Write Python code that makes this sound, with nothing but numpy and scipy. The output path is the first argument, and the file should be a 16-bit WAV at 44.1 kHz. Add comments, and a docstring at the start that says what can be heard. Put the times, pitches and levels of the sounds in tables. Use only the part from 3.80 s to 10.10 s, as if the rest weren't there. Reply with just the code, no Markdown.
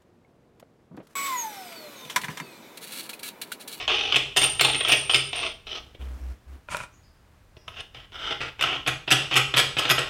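"""Bolts in a steel plate

Bolts with loose washers are turned by hand in a steel plate clamped to a wooden garage bench.
Each twist opens with a click, the threads scrape, and the bolt knocks and bounces in its hole,
ringing the plate; one washer keeps jingling. Between the two bolts a low hum swells, sleeves
rustle and a nut is picked off the bench. Bare walls ring on."""
import sys
import numpy as np
from scipy import signal
from scipy.fft import rfft, irfft
from scipy.io import wavfile
from scipy.ndimage import uniform_filter1d

SR = 44100
rng = np.random.default_rng(int(sys.argv[2]) if len(sys.argv) > 2 else 0)


def int16_out(signal):
    """Quantize to a 16-bit WAV file."""
    q = np.round(np.clip(np.atleast_2d(signal).T, -1, 1) * 32767)
    wavfile.write(sys.argv[1], SR, q.astype(np.int16))


N = 277785
T = np.arange(N) / SR
SECOND_BOLT_S = 3.0  # the hands move on to the second bolt


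def undb(db):
    """Decibels to gain."""
    return 10 ** (np.asarray(db) / 20)


def unit(x):
    """Scale to rms 1."""
    return x / np.sqrt(np.mean(x ** 2) + 1e-20)


def fade(t, t60):
    """Exponential decay, 60 dB down after t60 seconds."""
    return np.exp(-np.log(1000) * t / t60)


def over_hz(points, hz):
    """Read (Hz, value) points on a log-frequency axis."""
    f, value = np.transpose(points)
    return np.interp(np.log(hz + 1e-3), np.log(f), value)


def add(track, s, sound):
    """Mix a sound into the track at time s."""
    i = max(int(s * SR), 0)
    track[i:i + len(sound)] += sound[:N - i]


def convolve(x, response):
    """Play x through an impulse response."""
    return signal.fftconvolve(x, response)[:len(x)]


def cut(x, hz, kind, order=2):
    """Low-pass or high-pass."""
    return signal.sosfilt(signal.butter(order, min(hz, .45 * SR), kind, fs=SR, output="sos"), x)


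def wobble(hz):
    """Random modulation of rms 1, rolling off above hz."""
    return unit(cut(rng.standard_normal(N), hz, "low"))


def swells(rows, attack_s, t60):
    """Envelope of (start, end, dB) gestures: each rises, holds and dies away."""
    return sum(undb(db) * (1 - np.exp(-np.maximum(T - start, 0) / attack_s)) ** 2
               * fade(np.maximum(T - end, 0), t60) for start, end, db in rows)


def colour(points, size=2048):
    """Minimum-phase response of unit energy from a (Hz, dB) EQ curve."""
    gain = undb(over_hz(points, np.fft.rfftfreq(size, 1 / SR)))
    cepstrum = irfft(np.log(gain))
    cepstrum[1:size // 2] *= 2
    cepstrum[size // 2 + 1:] = 0
    response = irfft(np.exp(rfft(cepstrum)))
    return response / np.linalg.norm(response)


def modes(table, size=16384):
    """Ring of unit energy from (Hz, width, dB) resonances."""
    t = T[:size]
    ring = sum(undb(db) * width * np.exp(-np.pi * width * t) * np.cos(2 * np.pi * hz * t)
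               for hz, width, db in table)
    return ring / np.linalg.norm(ring)


def slips(per_s, spread_db):
    """Stick-slip friction: tiny impacts at random times."""
    sizes = undb(spread_db * np.clip(rng.standard_normal(N), -2, 2)) * rng.choice([-1, 1], N)
    return unit(sizes * (rng.random(N) < per_s / SR))


def contact(t60, chatter, size=1024):
    """One blow of unit energy: a first touch, then fast dying chatter."""
    push = rng.standard_normal(size) * fade(T[:size], t60)
    push *= chatter / np.linalg.norm(push)
    push[0] += 1
    return push / np.linalg.norm(push)


def contact_point(shape, patchy_db):
    """Every point of contact favours other resonances around a general (Hz, dB) shape."""
    hz = np.geomspace(400, 17000, 40)
    favour = over_hz(shape, hz) + patchy_db * np.clip(rng.standard_normal(len(hz)), -2, 2)
    return colour(np.column_stack([hz, favour]), size=512)


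# room tone EQ: (frequency [Hz], relative level [dB])
AIR_EQ = [(12, -50.5), (20, -10.5), (84, -7.5), (124, -12.5), (139, -17), (270, -23.5), (693, -27),
          (1680, -30), (1830, -31.5), (4080, -39.5), (15000, -49)]


def still_air(level_db=-49.5):
    """A faint, dark bed of noise."""
    return undb(level_db) * convolve(rng.standard_normal(N), colour(AIR_EQ, size=8192))


# reverb decay of the garage: (frequency [Hz], t60 [s])
WALL_DECAY = [(100, 0.57), (700, 0.45), (2000, 0.44), (5000, 0.52), (13000, 0.24)]


def garage(x, wet_db, build_s=0.0016, predelay_s=0.00024):
    """Bare walls return a dense tail that dies soonest in the top octave."""
    t = T[:SR * 3 // 4]
    hz, noise = np.fft.rfftfreq(len(t), 1 / SR), rfft(rng.standard_normal(len(t)))
    tail = 0
    for centre, t60 in WALL_DECAY:
        band = over_hz([(f, f == centre) for f, _ in WALL_DECAY], hz)
        tail += irfft(noise * band, len(t)) * fade(t, t60)
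    tail *= 1 - np.exp(-np.maximum(t - predelay_s, 0) / build_s)
    return x + undb(wet_db) * convolve(x, tail / np.linalg.norm(tail))


# swells of the low hum: (start [s], end [s], relative level [dB])
HUM_SWELLS = [(1.95, 2.15, -55), (2.185, 2.36, -34), (2.395, 2.52, -32), (2.655, 2.755, -39)]


def hum(hz=64.6, gain_db=5, waver=0.029, overtone_db=-27):
    """A nearly pure low tone comes and goes, wavering a little in pitch."""
    phase = 2 * np.pi * np.cumsum(hz * (1 + waver * wobble(hz=5.1))) / SR
    tone = np.sqrt(2) * (np.sin(phase) + undb(overtone_db) * np.sin(2 * phase))
    return undb(gain_db) * swells(HUM_SWELLS, attack_s=0.013, t60=0.12) * tone


# moves of hands and sleeves: (start [s], end [s], relative level [dB])
RUSTLE_MOVES = [(1.99, 2.1, -53), (2.19, 2.52, -45.5), (2.67, 2.76, -49.5), (3.1, 3.2, -60)]
# their soft tone: (frequency [Hz], relative level [dB])
RUSTLE_EQ = [(88, -33.5), (150, -2.5), (318, 1), (357, -5.5), (742, -10), (883, -12), (1320, -11),
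             (3820, -23), (15000, -32)]


def rustle(gain_db=-1):
    """Hands and sleeves brush softly; the fingers rub unevenly."""
    pressure = undb(gain_db + 0.59 * wobble(hz=32))
    friction = convolve(slips(per_s=2500, spread_db=0), colour(RUSTLE_EQ))
    return swells(RUSTLE_MOVES, attack_s=0.0055, t60=0.33) * pressure * friction


# nut on the bench: (time [s], relative level [dB], tick offset [dB])
NUT_KNOCKS = [(2.887, -24.5, -24), (2.924, -28, -13), (2.947, -12.5, -35), (2.969, -25, 14.5),
              (3.003, -23.5, -30), (3.037, -28, -19)]
# resonances of the wood: (frequency [Hz], width [Hz], relative level [dB])
WOOD_MODES = [(202, 97, -22), (600, 49, 7), (982, 45, 9), (1050, 70, -20), (1360, 50, -8), (1385, 86, 9.5),
              (2435, 64, 6.5), (2600, 75, -23)]
# fingers push, then drag the nut: (start [s], end [s], level [dB])
NUT_SLIDES = [(2.9, 2.935, -38.5), (2.888, 3.04, -42.5)]
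# tone of the drag: (frequency [Hz], relative level [dB])
SLIDE_EQ = [(59, -28), (100, 4.5), (192, -2), (383, -20), (780, -10), (1050, -2.5), (1880, -7.5),
            (2270, -1.5), (4090, -17.5), (9260, -15.5), (15000, -42)]


def nut(knock_db=16, tick_db=2):
    """A nut knocks and slides as it is picked up; wood gives way, so the knock is dull."""
    taps, ticks = np.zeros(N), np.zeros(N)
    for s, db, treble in NUT_KNOCKS:
        add(taps, s, undb(db + knock_db) * contact(t60=0.0039, chatter=0.19))
        add(ticks, s, undb(db + treble + tick_db) * contact(t60=0.0096, chatter=2.2))
    knocks = cut(convolve(taps, modes(WOOD_MODES)), 3200, "low", order=4)
    ticks = cut(cut(ticks, 2000, "high"), 10300, "low")
    friction = convolve(slips(per_s=9000, spread_db=4.5), colour(SLIDE_EQ))
    return knocks + ticks + swells(NUT_SLIDES, attack_s=0.0055, t60=.12) * friction


# light touches of small parts: (time [s], pitch [Hz], relative level [dB], t60 [s])
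PART_TINKS = [(2.41, 5290, -60.5, 0.42), (3.128, 6600, -56.5, 0.47), (3.232, 4900, -57.5, 0.44),
              (3.77, 5150, -58.5, 0.9), (3.879, 10500, -59.5, 0.2), (4.005, 9250, -41.5, 0.026)]


def tinks(gain_db=-8, spread=0.083, attack_s=0.0017):
    """Small parts ring in close clusters of high partials."""
    out, t = np.zeros(N), T[:SR // 2]
    for s, hz, db, t60 in PART_TINKS:
        partials = hz * (1 + spread * rng.standard_normal(12))
        cluster = sum(np.sin(2 * np.pi * (f * t + rng.random())) for f in partials)
        add(out, s, undb(db + gain_db) * fade(t, t60) * (1 - np.exp(-t / attack_s)) * cluster)
    return out


# the washer's ring: (frequency [Hz], width [Hz], relative level [dB])
WASHER_MODES = [(8790, 14, 0), (8828, 14, 0)]
# the washer is shaken: (start [s], end [s], relative level [dB])
WASHER_SHAKES = [(.078, .2, -52), (.359, .37, -47), (.566, .655, -18), (.8, 1.0, -27.5),
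                 (1.083, 1.125, -21.5), (1.298, 1.37, -26.5), (1.555, 1.57, -32)]


def washer(gain_db=-9):
    """A loose washer chatters on its bolt and rings with two beating modes."""
    ring = convolve(slips(per_s=560, spread_db=2), modes(WASHER_MODES))
    # even out the ring: with little play, the washer follows the shaking closely
    swing = np.sqrt(np.abs(uniform_filter1d(ring ** 2, size=2200)) + 1e-3)
    return undb(gain_db) * swells(WASHER_SHAKES, attack_s=0.0017, t60=0.48) * ring / swing


# twists of a bolt, levels relative: (start [s], end [s], click [dB], scrape [dB], scrape swell [dB])
TWIST_CUES = [(0, 0.059, -26, -33.5, -11), (.078, 0.319, -5, -26.5, -6.5), (.322, 0.379, -1, -25, 9),
              (.564, 0.651, -16, -25.5, -9), (0.795, 1.047, -0.5, -31.5, -18),
              (1.048, 1.143, -4, -22.5, 10), (1.295, 1.373, -9, -25, -4.5), (1.53, 1.68, -11.5, -29.5, 4.5),
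              (1.868, 1.987, -20.5, -33.5, 6.5), (3.879, 4.012, -18, -42.5, 22.5),
              (4.146, 4.258, -24, -45, -5), (4.32, 4.531, -29.5, -34, 16),
              (4.604, 4.692, -24, -33.5, -11.5), (4.793, 4.852, -22, -31.5, 10),
              (4.852, 4.97, -32, -29, -6.5), (5.063, 5.1, -12, -27.5, -1), (5.277, 5.434, -15, -31, -5),
              (5.512, 5.602, -12.5, -24, 2), (5.739, 5.813, -3, -23.5, 8), (5.968, 6.128, -9, -28.5, -6),
              (6.18, 6.296, -5.5, -32.5, -22)]


def scrapes(gain_db=-6, catch_db=2.5, firm_db=-28):
    """Threads grind, catching and letting go many times in each twist; firm twists are brighter."""
    catches = unit(undb(catch_db * np.clip(wobble(hz=110), -2, 2)))
    grind = catches * slips(per_s=2500, spread_db=2)
    force = np.zeros(N)
    for start, end, _, db, swell in TWIST_CUES:
        squeak_db = 7 if start < SECOND_BOLT_S else -1
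        bright_db = 0.27 * max(db - firm_db, 0)
        shape = [(5000, 0), (5750, squeak_db), (6600, bright_db - 5), (14000, bright_db - 12)]
        stroke = grind[int(start * SR):int(end * SR)]
        stroke = unit(signal.fftconvolve(stroke, contact_point(shape, patchy_db=3)))
        ramp_db = swell * np.linspace(-.5, .5, len(stroke))
        add(force, start, stroke * undb(gain_db + db + ramp_db))
    return cut(force, 250, "high")  # too light to shake the bench


# bolt against its hole: (time [s], relative level [dB], bounce length [s], relative treble [dB])
BOLT_KNOCKS = [(0.09, -9, .04, -38), (0.343, -0.5, .002, -26), (.359, 2.5, .006, -11),
               (0.569, -1.5, .014, -3.5), (0.616, -3.5, .003, -9), (0.631, -3, 0.017, -7.5),
               (.810, 2, .004, -2.5), (0.847, 2.5, 0.0016, -17), (0.898, -6.5, 0.0012, -55),
               (0.946, -7, 0.0091, -31), (1.007, -5, .002, -42), (1.083, -12, .002, 4),
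               (1.093, -4.5, .009, -19), (1.12, 3, .006, -5), (1.344, 3.5, .007, -14.5),
               (1.359, -6, .002, -6), (1.549, -21, 0.0093, -36), (1.629, -13.5, .012, -37),
               (2.148, -28.5, 0.0026, -57), (2.213, -31, .014, -40), (3.767, -29, 0.0024, -36),
               (4.513, -15, .016, -40), (4.81, -4.5, .004, -16), (4.824, -3.5, .005, -11),
               (4.838, -4, .002, -25), (5.075, -4, .012, -7.5), (5.312, 3, 0.021, -4.5),
               (5.54, -6.5, .002, -12), (5.563, 2, 0.018, -6.5), (5.77, 1, 0.028, -5),
               (5.985, -4, 0.011, -5.5), (6.052, -4, 0.0016, -44), (6.099, 1, .016, -6),
               (6.189, -9, .003, -6)]


def blows(gap_s=.0066, scatter=.25, loss_db=0.74, full_rattle_s=0.015, click_treble_db=-28.5):
    """Cue list (s, dB, treble dB) of dull grip clicks, knocks and their weakening bounces."""
    hits = [(start, click, click_treble_db) for start, _, click, _, _ in TWIST_CUES]
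    for s, db, lasts, treble in BOLT_KNOCKS:
        hits.append((s, db, treble))
        if lasts > gap_s:  # a lighter touch leads into a long rattle
            lead_db = -10 + 20 * np.log10(min(lasts / full_rattle_s, 1))
            hits.append((s - gap_s, db + lead_db, treble))
        gaps = gap_s * (1 + scatter * rng.uniform(-1, 1, 6))
        for k, delay in enumerate(np.cumsum(gaps), 1):
            share = min(lasts / gap_s - k + .5, 1)  # the last bounce is only partial
            if share > 0:
                hits.append((s + delay, db - k * loss_db + 20 * np.log10(share), treble))
    return hits


def clacks(body, hits, gain_db=8, attack_s=0.00027):
    """The bolt hits the side of its hole; hard contacts are bright, light ones are rounder."""
    force = np.zeros(N)
    for s, db, treble in hits:
        bass_db, top_db = -5 - 0.42 * db, treble + 18
        shape = [(700, bass_db), (1600, 0), (3800, 0), (6500, top_db / 2), (11000, top_db)]
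        push = contact(t60=0.04 * undb(0.077 * db), chatter=3)  # strong blows chatter for longer
        push *= 1 - np.exp(-T[:len(push)] / attack_s)
        push = convolve(push, contact_point(shape, patchy_db=4.5))
        # each blow is levelled by the midrange ring it draws from the body
        mids = cut(cut(signal.fftconvolve(push, body), 1500, "high"), 4500, "low")
        add(force, s, undb(db + gain_db) * push / np.linalg.norm(mids))
    return force


# boom of the bench: (frequency [Hz], relative level [dB], t60 [s])
BENCH_MODES = [(136.9, -2.5, .28), (304, -3.5, .12), (405.3, -4, 0.23)]


def thumps(first_db=-29, second_db=-27, tight_s=5.3, grip_db_per_s=49, attack_s=0.0048, detune=.01):
    """Heavy, hard knocks boom through the clamp into the bench, more so as the second bolt tightens."""
    out, t = np.zeros(N), T[:SR // 2]
    for s, db, _, treble in BOLT_KNOCKS:
        slack_db = grip_db_per_s * max(tight_s - s, 0)
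        grip_db = first_db if s < SECOND_BOLT_S else second_db - slack_db
        boom = 0
        for hz, mode_db, t60 in BENCH_MODES:
            pitch = hz * (1 + detune * rng.standard_normal())
            boom += undb(mode_db) * fade(t, t60) * np.sin(2 * np.pi * pitch * t)
        add(out, s, undb(grip_db + db + 0.2 * treble) * (1 - np.exp(-t / attack_s)) * boom)
    return out


# ring of the clamped plate with its bolts: (frequency [Hz], width [Hz], relative level [dB])
PLATE_MODES = [(337, 42, -8), (393.3, 19, 5), (473.5, 48, -2), (667, 100, -4), (780, 170, -3.5),
               (1096, 23, 3), (1314, 54, -7), (1420, 24, -5.5), (1580, 90, -13.5), (1923, 84, -3.5),
               (1867, 11, -7.5), (2153, 6.5, 0.5), (2600, 27, -5), (2290, 14, -18), (2430, 43, -4.5),
               (2830, 40, 0), (2890, 22, -19), (2760, 21, -4), (3070, 170, -6.5), (3010, 150, -30.5),
               (3180, 7.5, -8), (3090, 76, -2.5), (3500, 70, 5.5), (4914, 66, -9.5), (5350, 19, -24.5),
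               (7900, 45, -10.5)]


def in_plate(bolt_eq, ring_db=-7):
    """Response of a bolt together with the plate that it sits in."""
    body = undb(ring_db) * cut(modes(PLATE_MODES), 8000, "low", order=3)
    add(body, 0, colour(bolt_eq))
    return body / np.linalg.norm(body)


# dense, quickly damped ring of each bolt in its hole: (frequency [Hz], relative level [dB])
FIRST_BOLT_EQ = [(40, -16), (130, -16), (240, -29), (380, -7.5), (800, -13), (1200, -7), (1800, -12),
                 (2700, 3), (3500, 0.5), (4050, -14.5), (5700, -26), (6800, -25.5), (10000, -27),
                 (16000, -40.5)]
SECOND_BOLT_EQ = [(40, -64), (130, 8), (220, -27), (350, -7.5), (950, -9), (1350, 0.5), (1700, -7.5),
                  (2800, 1.5), (3450, 2), (4050, -21), (6500, -26), (10800, -26.5), (13000, -34.5),
                  (16000, -47.5)]


def bolts():
    """Blows and scraping ring the bolt being turned and, through it, the plate and bench."""
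    first, second = in_plate(FIRST_BOLT_EQ), in_plate(SECOND_BOLT_EQ)
    hits = blows()
    force = scrapes() + clacks(first, hits)
    on_first = T < SECOND_BOLT_S
    return convolve(force * on_first, first) + convolve(force * ~on_first, second) + thumps()


def scene():
    """Mono mix: the hardware in the garage, over hum, rustle and still air."""
    bed = rustle() + still_air()
    steel = garage(bolts() + washer() + tinks(), wet_db=-5)
    close_nut = garage(nut(), wet_db=-10)  # close up, so drier than the plate
    return (bed + steel + close_nut + hum())[None]


def suppress(x, threshold_db=-36, slope=0.46, depth_db=7):
    """Noise suppressor: ducks the sound as its level above the bass sinks under a threshold."""
    power = uniform_filter1d(cut(x, 300, "high") ** 2, size=700)
    level_db = 10 * np.log10(np.abs(power) + 1e-12)
    return x * undb(np.clip(slope * (level_db - threshold_db), -depth_db, 0))


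def record(dry, top_hz=15900):
    """Output chain: suppress quiet noise, round the highest peaks, cut the top."""
    low_pass = signal.ellip(10, .2, 70, top_hz, fs=SR, output="sos")
    return signal.sosfilt(low_pass, np.tanh(suppress(dry)))


dry = scene()
out = record(dry)
int16_out(out)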